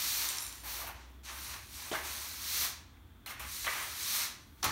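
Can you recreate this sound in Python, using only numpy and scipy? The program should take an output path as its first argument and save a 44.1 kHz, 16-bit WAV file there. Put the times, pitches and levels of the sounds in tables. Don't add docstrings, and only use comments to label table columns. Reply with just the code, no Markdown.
import sys
import numpy as np
from scipy import signal
from scipy.fft import rfft, irfft, next_fast_len
from scipy.io import wavfile
from scipy.ndimage import map_coordinates

SR = 44100
rng = np.random.default_rng(int(sys.argv[2]) if len(sys.argv) > 2 else 0)


def voltage_ratio(decibels):
    exponent = np.asarray(decibels, float) / 20
    return 10 ** exponent


def store_pcm(level_fs):
    pcm = np.round(np.clip(level_fs, -1, 1) * 32767).astype(np.int16)
    wavfile.write(sys.argv[1], SR, np.atleast_2d(pcm).T)


N = 208063

# f/Hz, density/dB per Hz
AIR_SPECTRUM = [(53, -27), (90, -8.5), (139, -8), (158, -8), (196, -8), (264, -6.5), (301, -8),
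                (600, -24.5), (654, -20), (1330, -19.5), (2890, -29), (3370, -23), (4850, -37),
                (10300, -37.5), (15600, -30.5)]
# f/Hz, width/Hz, level/dB
INSECT_BAND = (3420, 340, -78)
# t/s, f/Hz, level/dB
ENGINE_ORDER = [(0.3, 59, -68), (0.48, 56.3, -49), (0.6, 56.7, -54), (0.9, 59.4, -49.5),
                (1.74, 69.3, -54.5), (1.86, 68.5, -70), (2.05, 69.5, -50), (2.15, 69.4, -59),
                (2.33, 76, -64), (2.62, 77, -51.5), (2.7, 78, -70), (2.96, 83.4, -62), (3.3, 81, -78)]
# t/s, level/dB
ROAD_LEVEL = [(0.0, -52), (0.19, -51), (0.3, -53.5), (0.96, -47), (1.05, -58), (1.54, -47), (2.04, -48.5),
              (2.14, -50.5), (3.11, -47), (3.3, -53.5), (3.47, -43), (3.57, -58), (3.65, -45), (3.75, -57),
              (4.0, -52), (4.18, -55), (4.6, -54)]
# f/Hz, density/dB per Hz
ROAD_SPECTRUM = [(18, -46), (30, -14), (44, -2.5), (59, 4), (74, 1.5), (130, -10.5), (170, -52),
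                 (290, -120)]
# f/Hz, t60/s
GARAGE_DECAY = [(200, 0.76), (1000, 0.31), (4000, 0.53), (8000, 0.4), (15000, 0.29)]
# f/Hz, width/Hz, level/dB
SCRAP_MODES = [(5900, 250, -4), (7270, 74, 8), (9000, 480, 3), (10900, 280, -1)]
# t/s, level/dB
SCRAP_ROLL = [(.27, -92), (.29, -41), (.35, -62), (.4, -48), (.45, -46), (.5, -60), (.62, -59), (.66, -90)]
# t/s, peak level/dB
SCRAP_HOPS = [(0.2883, -30), (0.371, -38), (0.3842, -34.5), (0.407, -36.5), (0.423, -41), (0.4393, -41),
              (0.449, -44), (0.4654, -36.5), (0.4786, -43), (0.4947, -42), (0.5266, -42), (0.5554, -46)]
# t/s, peak level/dB, low ring f/Hz, high ring share/dB
HEAD_KNOCKS = [(0.654, -38, 850, -15), (0.79, -37, 620, -3), (0.815, -32, 1176, -13), (0.84, -35, 710, -9),
               (0.9, -48, 610, -6), (0.874, -36, 925, -14), (0.889, -33.5, 793, -2),
               (1.914, -20.5, 422, -9.5), (1.926, -23, 605, -15), (1.936, -28, 763, 0),
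               (1.947, -27, 880, -1), (1.953, -27, 1153, 0), (1.962, -32, 1115, 0), (1.986, -34, 1166, -5),
               (3.262, -37, 1370, -8), (3.295, -35.5, 1410, -10), (3.642, -39, 1006, -9),
               (3.667, -23.5, 1152, -11), (3.669, -31, 624, -10), (3.677, -24, 1160, 1),
               (3.684, -33, 1235, 9), (3.799, -39, 1290, 5), (4.628, -26, 1245, -23),
               (4.65, -21, 1180, -22), (4.642, -26, 1346, -23), (4.659, -31, 1393, -2),
               (4.664, -22.5, 1240, -26), (4.677, -29, 1245, -21), (4.689, -31, 1246, -17),
               (4.705, -26, 1320, -12)]
# t/s, peak level/dB, ring f/Hz
GRIT_SKIPS = [(0.1258, -24, 4100), (0.2887, -26, 8530), (0.295, -21, 8500), (0.3047, -28, 3600),
              (0.3837, -21, 5510), (0.423, -26, 10900), (1.914, -26, 3300), (1.922, -27, 3410),
              (1.931, -26, 3410), (1.939, -30, 3300), (1.95, -40, 3300), (2.9698, -47, 2060),
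              (2.9705, -56, 2650), (3.2608, -29.5, 4060), (3.2755, -28, 2700), (3.3101, -31, 2140),
              (3.3955, -41, 9000), (3.6672, -26, 2110), (3.668, -22, 3130), (3.826, -25, 8560),
              (4.029, -24, 8400), (4.626, -32, 4500), (4.6286, -19, 5600), (4.6418, -39, 2340),
              (4.6476, -21, 4230)]
# t/s, peak level/dB, f/Hz
FLOOR_THUDS = [
    (1.914, -46, 285),
    (1.93, -43, 163),
    (3.449, -51, 249),
    (4.64, -42, 156),
    (4.663, -37, 264),
    (4.662, -26.5, 81),
    (4.688, -31, 80),
    (4.689, -39.5, 141),
]
# f/Hz, density/dB per Hz
TIP_SPECTRUM = [(1290, -27.5), (2200, -5.5), (2340, -6.5), (2850, -8.5), (4120, 1), (4610, -1),
                (5000, -4.5), (5470, -1), (6020, 0), (7720, -8), (8500, -7.5), (11000, -16), (18700, -120)]
# f/Hz, density/dB per Hz
SIZZLE_SPECTRUM = [(4410, -16), (7500, -9), (9600, 1), (10300, -5), (11200, 0.5), (14100, 2), (15600, -1.5)]
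# f/Hz, density/dB per Hz
HEAD_SPECTRUM = [(530, -60), (900, -17), (940, -6), (1190, 4), (1300, 3), (2330, 3), (2560, 1.5),
                 (3300, -3), (4290, -13), (7260, -120)]
# f/Hz, density/dB per Hz
HANDLE_SPECTRUM = [(210, -19), (350, -2.5), (460, -9), (582, -3), (757, -1.5), (825, 2.5), (1100, -1.5),
                   (1430, -61), (2420, -120)]
# t/s, bristle speed as tip level/dB, weight on the head/dB, bristles facing the microphone/dB
PUSH_1 = [(0.0, -36, -8.5, -1), (0.1, -34, -12, -1.5), (0.24, -35.5, -7.5, -0.5), (0.37, -41, -5.5, -4),
          (0.428, -47.5, -2, -1), (0.594, -53.5, -4, -3), (0.62, -56, -3.5, -3)]
DRAG_1 = [(0.635, -55, 0.5, 5), (0.653, -49, 0.5, 5), (0.701, -44.5, -5, 3), (0.805, -45, -2, 3.5),
          (0.865, -52, 3.5, 2), (0.875, -49, 3.5, 8), (0.936, -62, 8.5, 1), (1.024, -61.5, 1.5, -13),
          (1.12, -72.5, 6, 1)]
DRAG_SHORT = [(1.234, -59.5, -4, -2), (1.254, -49.5, -7, -3), (1.294, -46, 0.5, -6), (1.34, -51, 3, 3),
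              (1.448, -46.5, -6, 2.5), (1.54, -45.5, -2, -0.5), (1.6, -53.5, -0.5, -1),
              (1.68, -57.5, -3, 1)]
TURNING = [(1.72, -52.5, -6, 0), (1.745, -46.5, -12, 0), (1.8, -45.5, -6, -1.5), (1.9, -48, -3.5, 1.5)]
DRAG_BUMPED = [(1.916, -42, -2.5, -9), (1.956, -43, 3, 1), (2.026, -49.5, 1, 0), (2.052, -41.5, -4, -1.5),
               (2.142, -41.5, -6.5, -0.5)]
PUSH_2 = [(2.384, -46, -7, 0), (2.554, -34.5, -11, -0.5), (2.626, -34, -8, 1.5), (2.652, -35, -7, 1.5),
          (2.738, -48, -3.5, -4.5), (2.86, -71, 4.5, -15)]
SETTING_DOWN = [(3.261, -51.5, 2.6, 9), (3.286, -51, 3.1, 2), (3.308, -47.5, 2, 4), (3.356, -61, 11, 1),
                (3.383, -60, 6.5, -7)]
DRAG_2 = [(3.396, -48, 4.5, 5), (3.444, -50.5, 3.5, 0), (3.528, -42.5, -10.5, 0.5), (3.641, -41.5, -12, 0),
          (3.646, -40.5, -1, -3), (3.665, -38, -4, -5), (3.669, -46.5, 15, 6), (3.7, -40.5, 1, -1.5),
          (3.81, -42.5, 1, 0)]
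PUSH_3 = [(3.938, -45, -4, 0), (4.044, -38.5, -11, 0), (4.166, -34, -8, 2), (4.236, -35.5, -6, -0.5),
          (4.384, -59.5, 0, -8.5), (4.546, -76, 0, 8), (4.61, -63.5, -4, -1)]
SLAMMING = [(4.629, -34.5, -8.5, -3), (4.641, -43.5, 9, 0), (4.642, -32, -0.5, 6), (4.665, -38.5, 2, -3),
            (4.718, -45.5, 2, -2)]
# handle share/dB, upper against lower tip ridge/dB, top-octave tilt/dB
STROKE_GRIPS = [
    (-7, 1.5, 3),
    (-5.5, -2, 1),
    (-8.5, 0, -4),
    (-6, 2, -3),
    (-4.5, 3, -1),
    (-8, -.6, 1),
    (-9, -2, -3),
    (-9.5, 3, -2),
    (-8.5, -0.5, -1),
    (-3.5, -5, -3),
]


def unit(x):
    return x / np.sqrt(np.mean(x ** 2) + 1e-20)


def along(points, hz):
    f, v = np.transpose(points)
    return np.interp(np.log(hz + 1), np.log(f + 1), v)


def curves(rows):
    s, *cols = np.transpose(rows)
    return [np.interp(np.arange(N) / SR, s, c) for c in cols]


def wobble(rate):
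    knots = rng.standard_normal(int(N * rate / SR) + 4)
    return map_coordinates(knots, [np.arange(N) * rate / SR])


def coloured(x, spectrum):
    m = next_fast_len(N + 8192)
    gain = voltage_ratio(along(spectrum, np.fft.rfftfreq(m, 1 / SR)))
    return unit(irfft(rfft(x, m) * gain, m)[:N])


def lean(x, hz, db):
    highpass = signal.butter(4, hz, "high", fs=SR, output="sos")
    top = signal.sosfiltfilt(highpass, x)
    return voltage_ratio(db / 2) * top + voltage_ratio(-db / 2) * (x - top)


def ticks(spread_db, clump_db, rate):
    size = np.minimum(rng.exponential(size=N), 4)
    return rng.standard_normal(N) * voltage_ratio(spread_db * size + clump_db * wobble(rate))


def ring(s, db, hz, t60, spread, count, crack=0.):
    out, t = np.zeros(N + SR), np.arange(SR // 4) / SR
    detune = spread * np.linspace(-1, 1, count) + 0.03 * rng.standard_normal(count)
    pitch = np.minimum(hz * np.exp(detune)[:, None], SR / 3)
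    swell = voltage_ratio(-60 * t / t60) * (1 - np.exp(-t * hz * 2.4))
    wave = swell * np.sin(2 * np.pi * pitch * t).sum(0) / np.sqrt(count)
    burst = np.convolve(rng.standard_normal(len(t)), [1, 0, -1], "same")
    snap = crack * voltage_ratio(-60 * t / .005) * burst
    out[round(s * SR):][:len(t)] = voltage_ratio(db) * (wave + snap)
    return out[:N]


def air():
    hz, width, db = INSECT_BAND
    band = [(hz - 2 * width, -40), (hz - width / 2, 0), (hz + width / 2, 0), (hz + 2 * width, -40)]
    chorus = voltage_ratio(db + 0.54 * wobble(11.3)) * coloured(rng.standard_normal(N), band)
    floor = voltage_ratio(-62 + 0.09 * wobble(5.0)) * coloured(rng.standard_normal(N), AIR_SPECTRUM)
    return chorus + floor


def engine():
    hz, db = curves(ENGINE_ORDER)
    t = np.arange(N) / SR
    edge = np.minimum(t - ENGINE_ORDER[0][0], ENGINE_ORDER[-1][0] - t)
    heard = np.clip(edge / 0.22, 0, 1)
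    phase = 2 * np.pi * np.cumsum(hz + 1.05 * wobble(13.2)) / SR
    order = heard * voltage_ratio(db) * np.sqrt(2) * np.sin(phase)
    road_db = curves(ROAD_LEVEL)[0] - 3 - 4 * heard
    return order + voltage_ratio(road_db) * coloured(rng.standard_normal(N), ROAD_SPECTRUM)


def garage(x):
    hz, t, z = signal.stft(rng.standard_normal(SR * 3 // 4), SR, nperseg=256)
    decay = voltage_ratio(-60 * t / along(GARAGE_DECAY, hz)[:, None])
    tail = signal.istft(z * decay, SR, nperseg=256)[1]
    delayed = np.pad(x, (300, 0))
    return signal.fftconvolve(delayed, tail / np.linalg.norm(tail))[:N]


def pebble():
    contacts = ticks(spread_db=3.0, clump_db=0.5, rate=87)
    f = np.fft.rfftfreq(N, 1 / SR)
    body = sum(voltage_ratio(db) * 1j * f * w / (hz * hz - f * f + 1j * f * w) for hz, w, db in SCRAP_MODES)
    return voltage_ratio(curves(SCRAP_ROLL)[0]) * unit(irfft(rfft(contacts) * body, N))


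def hops():
    modes = [4010] + [hz for hz, _, _ in SCRAP_MODES]
    out = np.zeros(N)
    for s, db in SCRAP_HOPS:
        for hz in modes:
            luck_db = 3 * rng.standard_normal()
            out += ring(s, db + luck_db, hz, t60=0.009, spread=0., count=1, crack=0.29)
    return out


def knocks():
    t60 = 0.067
    out = np.zeros(N)
    for s, db, hz, share_db in HEAD_KNOCKS:
        low_t60 = t60 * 1.25 * hz / 1000
        out += ring(s + 0.0011, db - 9.0, hz, low_t60, spread=0.043, count=2)
        high_db = db + share_db - 2.5
        out += ring(s + 0.000927, high_db, hz * 1.65, t60 * 0.65, spread=0.072, count=2)
    for s, db, hz in GRIT_SKIPS:
        out += ring(s + 0.00046, db - 11.5, hz, t60=0.036, spread=0.034, count=2, crack=voltage_ratio(-9))
    for s, db, hz in FLOOR_THUDS:
        out += ring(s, db, hz, t60=0.065, spread=0.064, count=2)
    return out


def strokes():
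    fade_db_per_s, lifted_db = 70, -84
    each = [PUSH_1, DRAG_1, DRAG_SHORT, TURNING, DRAG_BUMPED,
            PUSH_2, SETTING_DOWN, DRAG_2, PUSH_3, SLAMMING]
    held = [[(*row, *grip) for row in stroke] for stroke, grip in zip(each, STROKE_GRIPS)]
    push, drag, short, turn, bumped, push2, down, drag2, push3, slam = held
    runs = [push, drag, short + turn, bumped + push2, down, drag2 + push3, slam]
    rows = []
    for run, after in zip(runs, runs[1:]):
        s, db, *rest = run[-1]
        land = after[0][0] - .0015
        quiet = min(land - .001, s + max(db - lifted_db, 0) / fade_db_per_s)
        faded = db - fade_db_per_s * (quiet - s)
        rows += [*run, (quiet, faded, *rest), (land, faded, *rest)]
    rows = np.array(rows + runs[-1])
    return curves(rows[np.argsort(rows[:, 0], kind="stable")])


def sweep():
    tips_db, head_db, facing_db, grip_db, ridge_db, tilt_db = strokes()
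    handle_db = grip_db + 1.48 * np.minimum(head_db, 5)
    top_db = tilt_db + .3 * facing_db
    press_db = 0.19 * wobble(25.03)
    tip_ticks = ticks(spread_db=1.5, clump_db=0.0, rate=270)
    tips = lean(coloured(tip_ticks, TIP_SPECTRUM), 7600, ridge_db)
    fine_ticks = ticks(spread_db=1.5, clump_db=1.0, rate=400)
    sizzle = voltage_ratio(facing_db) * lean(coloured(fine_ticks, SIZZLE_SPECTRUM), 11000, top_db)
    shake = ticks(spread_db=2.0, clump_db=0.6, rate=110)
    head = voltage_ratio(head_db) * coloured(shake, HEAD_SPECTRUM)
    handle = voltage_ratio(handle_db) * coloured(shake, HANDLE_SPECTRUM)
    return voltage_ratio(tips_db - 1.5 + press_db) * (tips + sizzle + head + handle)


def scene():
    brush = sweep()
    hits = knocks() + pebble() + hops()
    echo = garage(voltage_ratio(-13) * brush + voltage_ratio(-5.5) * hits)
    mono = brush + hits + echo + engine() + air()
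    return np.array([mono, mono])


def low_pass(x):
    return signal.sosfilt(signal.butter(12, 16870, fs=SR, output="sos"), x)


def record(dry):
    low_hz, top_hz = 42.4, 15760
    hz = np.fft.rfftfreq(N, 1 / SR)
    response = (hz < top_hz) * hz ** 2 / (hz ** 2 + low_hz ** 2)
    mix = irfft(rfft(dry) * response, N)
    return low_pass(mix)


dry = scene()
out = record(dry)
store_pcm(out)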